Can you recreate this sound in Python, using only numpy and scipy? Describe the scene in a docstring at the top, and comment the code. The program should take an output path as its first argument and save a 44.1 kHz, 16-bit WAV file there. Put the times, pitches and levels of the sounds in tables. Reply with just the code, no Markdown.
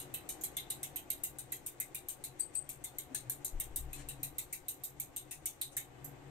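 """Wooden chopsticks beat eggs in a small ceramic bowl, about seven strokes a second, in a tiled kitchen.
The sticks slosh and swish through the egg, then clack on the bowl, which makes wood and bowl ring.
Twice a tip slips and squeaks on the glaze. A few soft bumps pass, and a low rumble starts and fades.
Behind it all, an appliance hums and blows air."""
import sys
import numpy as np
from scipy import signal
from scipy.fft import rfft, irfft
from scipy.io import wavfile

SR = 44100
rng = np.random.default_rng(int(sys.argv[2]) if len(sys.argv) > 2 else 0)


def generate_wav(signal):
    """Clip the signal to [-1, 1] and save it as 16-bit WAV at the path in sys.argv[1]."""
    frames = np.transpose(np.atleast_2d(signal))
    scaled = np.clip(frames, -1, 1) * 32767
    pcm = np.round(scaled).astype(np.int16)
    wavfile.write(sys.argv[1], SR, pcm)


N = 277830

# Each blow on the bowl: start_s, strength_db, body_db, brightness_db, stick_hz, stick_db, bowl_db
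STROKES = [(0.0005, -4.5, -2, -3, 2840, -8, -4), (0.1402, 1.1, -3.5, 1.5, 2670, 0.5, -3.5),
           (0.29, 2.5, 3, -3.5, 2350, -9.5, -2), (0.411, -4.5, 16, 4, 3270, -27, -18),
           (0.437, 2, 3.5, -1, 3310, -6, -9), (0.5678, 0.5, 2, -1, 3525, 6.5, -3),
           (0.702, 2, -4, -5.5, 2910, -7, 5), (0.8307, 2.5, 5.5, -0.5, 2110, -6, -1),
           (0.9595, 2.3, 3, 5.5, 2610, -4.5, -4), (1.1025, 3, -1.5, 1, 2160, -6, 1.5),
           (1.2359, 4.5, 1, 3.5, 2900, -9, -11), (1.386, -3, 1, 1.5, 1590, -14, -5.5),
           (1.5207, 0, 1, 2.5, 2000, -3, -3), (1.6627, 0, -1, 1, 2600, -14, -8.5),
           (1.801, 0.5, -1.5, 2.5, 2140, -1.5, -19), (1.9467, -1.5, -2, -1, 2400, -1.5, -25),
           (2.0858, 1, 0.5, 4, 3050, -15, -8), (2.2394, -2, 0.5, -1, 2130, -13, 0),
           (2.3953, -9.5, -3, 1, 1860, -19.5, -12), (2.5496, -10, -4, 2, 2520, -13, -16),
           (2.6913, -2.5, 2.5, 3, 2300, -10, -14), (2.84, -1.5, 0, 2, 2100, -4.5, -12),
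           (2.985, -1, 2, 3.5, 2160, -6, -6), (3.147, 3, 4, -3, 1730, -2.5, -1),
           (3.2975, 2, -1, 0.5, 1700, -11.5, -11), (3.4467, 2, 4, 0, 1630, -30, -2.5),
           (3.5999, 1.7, -1.5, 2.5, 2170, -5.5, -1.5), (3.76, 5, -1, 3, 1800, -15.5, -1.5),
           (3.9307, -6, 1.5, 1, 2580, -2, -8), (4.0871, -4.5, 0, -0.5, 2740, -2.5, -4),
           (4.231, 1.6, 0.5, 3.5, 2480, -9, 0), (4.383, 1.5, 2, 3, 2200, -7, 1),
           (4.5274, 3.5, 3, 6, 2290, -5, -22), (4.6835, 2, 2.5, 5, 2820, -16, -0.5),
           (4.8369, 0, 3.5, 5, 3150, -21, -4.5), (4.9992, -0.5, 4, 2.5, 2270, -9, -12),
           (5.163, -0.5, 5, 1.5, 2960, -11, -0.5), (5.3105, -1, 3, -0.5, 2660, -5, -6),
           (5.4575, 5, 4.5, 0, 2220, -8, -15), (5.614, 2, -3, -2, 2170, -14, 9),
           (5.7675, 3.5, 0.5, 0.5, 1770, -1, -1.5), (6.0445, -6.5, 6, 6, 1880, -35, -27)]


def clacks(click_db=3, stick_db=-19, bowl_db=-20, plop_db=-18, bowl_hz=3870):
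    """Each blow gives a sharp click, a woody note, wet plops and a short ring of the egg-damped bowl."""
    # Where the clicks sit between the ears: time_s, left_over_right_db
    positions = [(0, -4.5), (0.9, -6.5), (1.25, -2), (2.0, 2), (3.15, 0), (3.7, -0.5), (5.6, -3),
                 (6.05, -5.5)]
    # Tone of the clicks on the left and on the right: pitch_hz, level_db
    left_tone = [(900, -29), (2200, -17.5), (3800, -20.5), (5300, -22), (6500, -10), (7100, -6.5),
                 (8000, 0), (8450, 8), (9200, 3.5), (9750, -8), (10600, -5), (12000, -14.5), (12700, 2),
                 (13500, -25.5), (15300, -6)]
    right_tone = [(900, -39), (2200, -43), (3800, -37), (5300, -32), (6500, -19), (7100, -24), (8000, -33),
                  (8450, 5), (9200, -59), (9750, -10), (10600, -4.5), (12000, -6), (12700, 7),
                  (13500, -4.5), (15300, -21.5)]
    clicks, rings = np.zeros((2, N)), np.zeros((2, N))
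    bands_hz = np.linspace(1200, 16000, num=20)
    for start_s, strength_db, body_db, bright_db, stick_hz, wood_db, ring_db in STROKES:
        tone = [(2600, -6.5), (4500, body_db / 2), (6800, body_db),
                (8300, -3.0), (10200, 2), (12300, bright_db)]
        # no two strokes land on the same spot, so each has its own peaks and gaps
        tone_db = curve_at(tone, bands_hz) + 1.5 * rng.standard_normal(len(bands_hz))
        blow = colour(tip_contacts(), np.column_stack([bands_hz, tone_db]))
        # the harder the blow, the more its snap stands out from the echo
        clatter = in_room(blow, echo_db=7.5 - 0.3 * max(strength_db, -5))
        rim_tick = in_room(blow, echo_db=-30, bounce=0.52, bounce_s=0.00064)
        click = with_energy(clatter + rim_tick, click_db + strength_db)
        pan_db = np.interp(start_s, *np.transpose(positions))
        add(clicks, start_s - .0008, click * panned(pan_db))  # the graze comes just before the blow
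        sticks = in_room(ring(stick_hz, fade_s=.03), echo_db=3)
        add(rings, start_s, with_energy(sticks, stick_db + wood_db) * panned(5))
        splash = in_room(plops(), echo_db=9.5)
        add(rings, start_s, with_energy(splash, plop_db + 0.83 * (wood_db + strength_db)))
        # the bowl's note wanders as the egg sloshes against its wall
        note_hz = bowl_hz * (1 + 0.03 * rng.standard_normal())
        bowl = in_room(ring(note_hz, fade_s=0.01), echo_db=3.5)
        add(rings, start_s, with_energy(bowl, bowl_db + ring_db) * panned(1))
    return np.array([colour(clicks[0], left_tone), colour(clicks[1], right_tone)]) + rings


def tip_contacts(chatter=0.091, chatter_s=0.0003, samples=500):
    """One tip grazes, strikes and chatters on the glaze; the other lands up to 4 milliseconds later."""
    t = np.arange(samples) / SR
    force = chatter * rng.standard_normal(samples) * np.exp(-t / chatter_s)
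    force[0] += 1
    force[int(rng.uniform(.0007, .004) * SR)] += 1
    graze = 0.045 * rng.standard_normal(40)
    return np.concatenate([graze, force])


def plops(pockets=6, spread_s=.014):
    """A slap into the egg rings a few small air pockets, each at its own pitch."""
    out = np.zeros((1, 5000))
    for pitch, delay, size in rng.random((pockets, 3)):
        hz = 1800 * (4300 / 1800) ** pitch
        add(out, spread_s * delay ** 2, (0.35 + size) * ring(hz, fade_s=0.027))
    return out[0]


def squeaks(slip_s=0.0055, pan_db=15):
    """A tip slips on the glaze: a very short, shrill tone that leaves the bowl ringing."""
    # Slips of a tip: start_s, pitch_hz, level_db
    slips = [(2.3971, 8230, 4.5), (2.551, 8210, 4.5)]
    # Notes left ringing in the bowl: pitch_hz, relative_db, fade_s
    bowl_notes = [(4595, -30.5, 0.038), (7030, -48, 0.04), (8520, -22, .07)]
    out, t = np.zeros((2, N)), np.arange(int(slip_s * SR)) / SR
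    for start_s, hz, level_db in slips:
        tone = signal.windows.tukey(len(t), .3) * np.sin(2 * np.pi * hz * t)
        squeak = with_energy(in_room(tone, echo_db=0.5), level_db - pan_db / 2)
        add(out, start_s, squeak * panned(pan_db))
        for note_hz, relative_db, fade_s in bowl_notes:
            note = in_room(ring(note_hz, fade_s), echo_db=9)
            add(out, start_s, with_energy(note, level_db + relative_db) * panned(pan_db / 2))
    return out


def egg_swish(level_db=-75):
    """Wet crackles swell as the sticks sweep through the egg; a few sweeps drag along the bowl."""
    # Tone of stirred egg: pitch_hz, level_db
    swish_tone = [(800, 2), (2300, 8), (5000, -5), (7200, 2), (8800, 7), (10500, -8), (15000, -18)]
    # Tips dragged along the bowl: start_s, length_s, level_db, low_tones_db
    scrapes = [(2.385, 0.044, -56, -10), (2.533, 0.022, -55, -8), (3.947, 0.083, -53.5, -3),
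               (5.714, 0.028, -57.5, -21)]
    speed = stick_speed(lead_s=0.027, width_s=0.026, uneven_db=-0.5)
    swish = colour(crackle(N) * speed, swish_tone)
    out = gain_of(level_db) * evened(in_room(swish, echo_db=44)[:, :N])
    for start_s, length_s, scrape_db, low_tones_db in scrapes:
        samples = int(length_s * SR)
        drag = colour(crackle(samples), swish_tone)
        drag = colour(drag, [(3000, low_tones_db), (6000, 0)])
        drag = in_room(drag * signal.windows.tukey(samples, .3), echo_db=-3)
        add(out, start_s, with_energy(drag, scrape_db) * np.sqrt(samples))
    return out * panned(6)


def egg_slosh(level_db=-67):
    """Each sweep throws the egg round the bowl with a soft, low gurgle."""
    # Tone of the gurgle: pitch_hz, level_db
    slosh_tone = [(120, -16), (280, 4), (480, -0.5), (900, -9), (1400, -15.5), (3000, -33.5)]
    snaps = crackle(N) * stick_speed(lead_s=0.038, width_s=0.034, uneven_db=1.1)
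    gurgle = in_room(colour(snaps, slosh_tone), echo_db=1, bounce=0.035)[:, :N]
    return gain_of(level_db) * evened(gurgle) * panned(6)


def stick_speed(lead_s, width_s, uneven_db):
    """The sticks speed through the egg before each clack, until they are lifted out for the last."""
    t, speed = np.arange(N) / SR, np.zeros(N)
    for start_s, *_ in STROKES[:-1]:
        peak = gain_of(uneven_db * rng.standard_normal())
        speed = np.maximum(speed, peak * np.exp(-((t - start_s + lead_s) / width_s) ** 2))
    return speed


def crackle(samples, snaps_per_s=2500, spread_db=3):
    """Tiny wet snaps, most small and a few large."""
    size = gain_of(spread_db * np.minimum(rng.exponential(1, samples), 4))
    return (rng.random(samples) < snaps_per_s / SR) * rng.choice([-1, 1], samples) * size


def bumps():
    """Dull knocks and puffs of air, each a few slow waves long."""
    # Soft, low bumps: start_s, length_s, pitch_hz, level_db
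    knocks = [(3.097, 0.057, 263, -49.5), (3.23, 0.079, 127, -50), (3.517, .1, 22.7, -33.5),
              (3.521, 0.049, 74, -46), (3.63, 0.46, 21.16, -48), (3.763, 0.18, 58.5, -44.5),
              (3.919, 0.22, 61, -55)]
    out = np.zeros((2, N))
    for start_s, length_s, hz, level_db in knocks:
        t = np.arange(int(length_s * SR)) / SR
        bump = np.hanning(len(t)) * -np.sin(2 * np.pi * hz * t)
        add(out, start_s, gain_of(level_db) * bump * panned(6))
    return out


def handling_rumble(start_s=3.52, rise_s=0.018, decay_s=0.63, level_db=-50):
    """A low handling rumble that starts suddenly and fades."""
    t = np.maximum(np.arange(N) / SR - start_s, 0)
    tone = [(30, 0.5), (70, -7.5), (130, -17), (400, -51), (2000, -97)]
    rumble = evened(colour(rng.standard_normal(N), tone, samples=8192))
    loudness = np.minimum(t / rise_s, 1) * np.exp(-(t / decay_s) ** 2)
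    return gain_of(level_db) * rumble * loudness * panned(6)


def in_room(sound, echo_db, bounce=0.43, bounce_s=0.0039):
    """The sound arrives directly, then bounces quickly inside the bowl, then echoes round the room."""
    echo = kitchen_echo()
    t = np.arange(echo.shape[1]) / SR
    near = bounce * rng.standard_normal(echo.shape) * np.exp(-t / bounce_s)
    near[:, 0] += 1  # the direct sound
    near /= np.linalg.norm(near, axis=1, keepdims=True)
    return signal.fftconvolve(sound[None], near + gain_of(echo_db) * echo, axes=1)


def kitchen_echo(samples=11000, rise_s=0.0044):
    """Dense echoes from counter and tiles, new each time because the sticks move."""
    # Tone of the echo, as the room swallows treble: pitch_hz, level_db
    echo_tone = [(1500, 1.5), (7000, 6), (9000, -1), (13000, -2.5), (16000, 0)]
    # Time the echo takes to fall by 60 dB: pitch_hz, fade_s
    fade_times = [(1000, 0.092), (3800, 0.22), (8500, 0.17), (13000, 0.17), (16000, 0.18)]
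    echoes = rng.standard_normal((2, samples)) * (rng.random((2, samples)) < .12)
    hz, t, spectrum = signal.stft(echoes, SR, nperseg=128)
    fade_db = curve_at(echo_tone, hz)[:, None] - 60 * t / curve_at(fade_times, hz)[:, None]
    tail = signal.istft(spectrum * gain_of(fade_db), SR, nperseg=128)[1][:, :samples]
    tail *= np.minimum(np.arange(samples) / SR / rise_s, 1)
    return tail / np.linalg.norm(tail, axis=1, keepdims=True)


def hum_and_air(throb_db=2, flutter=0.52):
    """A wavering hum and a rush of air, heard louder and softer as the level drifts."""
    # Slow drift of the level one hears: time_s, deep_hum_db, rush_db
    levels = [(0, 4.5, 4), (0.75, 0.5, 2.5), (1.35, -0.5, -0.5), (2.65, -5, -1), (3.2, 0, 0.5),
              (4.22, 8, 1.5), (4.45, -2.5, -1.5), (5.75, -4.5, -2), (6.0, 5, 3), (6.3, 7, 3)]
    # Notes of the appliance's hum: pitch_hz, level_db, waver_hz
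    hum_notes = [(59, -74.5, 3.14), (123.4, -70.5, 5.84), (138.4, -66, 3.4), (280.6, -73.5, 3.97),
                 (311.6, -75.5, 5.21), (365.8, -72, 2.24), (481, -78.5, 2.8), (729, -77.5, 2.69)]
    t, hum = np.arange(N) / SR, np.zeros(N)
    times_s, deep_db, rush_db = np.transpose(levels)
    deep_gain = gain_of(np.interp(t, times_s, deep_db) + throb_db * drift(rate_hz=4))
    rush_gain = gain_of(np.interp(t, times_s, rush_db))
    air = rushing_air(rush_gain)
    for hz, level_db, waver_hz in hum_notes:
        pitch_hz = hz + waver_hz * drift(rate_hz=14.2)
        note = np.sqrt(2) * np.sin(2 * np.pi * np.cumsum(pitch_hz) / SR)
        note *= 1 + flutter * drift(rate_hz=11.7)
        hum += gain_of(level_db) * note * (deep_gain if 100 < hz < 300 else rush_gain)
    return air + hum * panned(6)


def rushing_air(rush_gain, level_db=-58.48, ripple_hz=45, rumble_hz=90):
    """A rush of air, heard louder and softer over a steady rumble."""
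    # Tone of the air: pitch_hz, level_db
    air_tone = [(15, 7), (25, 4.5), (134, 2.5), (212, -3), (363, 2.5), (480, 1.5), (641, -3.5), (734, 1),
                (1480, -9.5), (1790, -7), (3820, -20), (5430, -27.5), (8360, -19), (9840, -32.5),
                (12900, -26), (16000, -50)]
    # How alike the two sides sound: pitch_hz, likeness (0 to 1)
    air_likeness = [(50, 0.72), (150, 0.93), (300, 0.27), (700, 0.34), (1500, 0.022), (12000, 0.036)]
    # Which side is louder: pitch_hz, left_over_right_db
    air_balance = [(100, 6), (350, 8), (700, 1.5), (1400, -1.5), (3000, 8.5), (7500, 11.5), (12000, -9)]
    hz = np.fft.rfftfreq(N, 1 / SR)
    left, unrelated = rfft(rng.standard_normal((2, N)))
    likeness = curve_at(air_likeness, hz)
    right = likeness * left + np.sqrt(1 - likeness ** 2) * unrelated
    lean = gain_of(curve_at(air_balance, hz) / 2)
    # waves trapped between the tiled walls leave lasting peaks and gaps in the rush
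    peaks_db = 2 * rng.standard_normal(2000)
    ripple_db = np.interp(hz / ripple_hz, np.arange(len(peaks_db)), peaks_db) * np.minimum(hz / 500, 1)
    spectrum = np.array([left * lean, right / lean]) * gain_of(curve_at(air_tone, hz) + ripple_db)
    deep_share = np.exp(-(hz / rumble_hz) ** 2)
    rumble = irfft(spectrum * deep_share, N)
    rush = irfft(spectrum * (1 - deep_share), N)
    return gain_of(level_db) * evened(rumble + rush * rush_gain)


def ring(hz, fade_s):
    """One pure note that falls by 60 dB in fade_s."""
    t = np.arange(4000) / SR
    return np.sin(2 * np.pi * hz * t) * gain_of(-60 * t / fade_s)


def drift(rate_hz):
    """A slow random wander, about 1 in size."""
    hz = np.fft.rfftfreq(N, 1 / SR)
    return evened(irfft(rfft(rng.standard_normal(N)) * np.exp(-(hz / rate_hz) ** 2), N))


def colour(sound, tone, samples=2048):
    """Filter a sound by (pitch_hz, level_db) points, with no ringing ahead of it."""
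    hz = abs(np.fft.fftfreq(samples, 1 / SR))
    log_gain = np.log(gain_of(curve_at(tone, hz)))
    response = np.fft.ifft(np.exp(np.conj(signal.hilbert(log_gain)))).real[:samples // 2]
    return signal.oaconvolve(sound, response)[:len(sound)]


def curve_at(points, hz):
    """Join (pitch_hz, value) points by straight lines on a musical pitch scale."""
    pitches, values = np.transpose(points)
    return np.interp(np.log(hz + 1), np.log(pitches + 1), values)


def gain_of(db):
    return 10 ** (np.asarray(db) / 20)


def evened(sound):
    """Scale a sound to an average power of 1."""
    return sound / np.sqrt(np.mean(sound ** 2) + 1e-20)


def with_energy(sound, db):
    return gain_of(db) * sound / np.linalg.norm(sound)


def panned(left_over_right_db):
    return gain_of(np.array([[left_over_right_db], [-left_over_right_db]]) / 2)


def add(mix, start_s, sound):
    part = mix[:, max(0, round(start_s * SR)):][:, :sound.shape[-1]]
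    part += sound[..., :part.shape[1]]


def scene():
    return clacks() + squeaks() + egg_swish() + egg_slosh() + bumps() + handling_rumble() + hum_and_air()


def record(dry):
    """Cut away the highest treble, above 15600 Hz."""
    treble_cut = signal.firwin(255, 15600, window=("kaiser", 8), fs=SR)
    return signal.oaconvolve(dry, treble_cut[None], "same", axes=1)


dry = scene()
out = record(dry)
generate_wav(out)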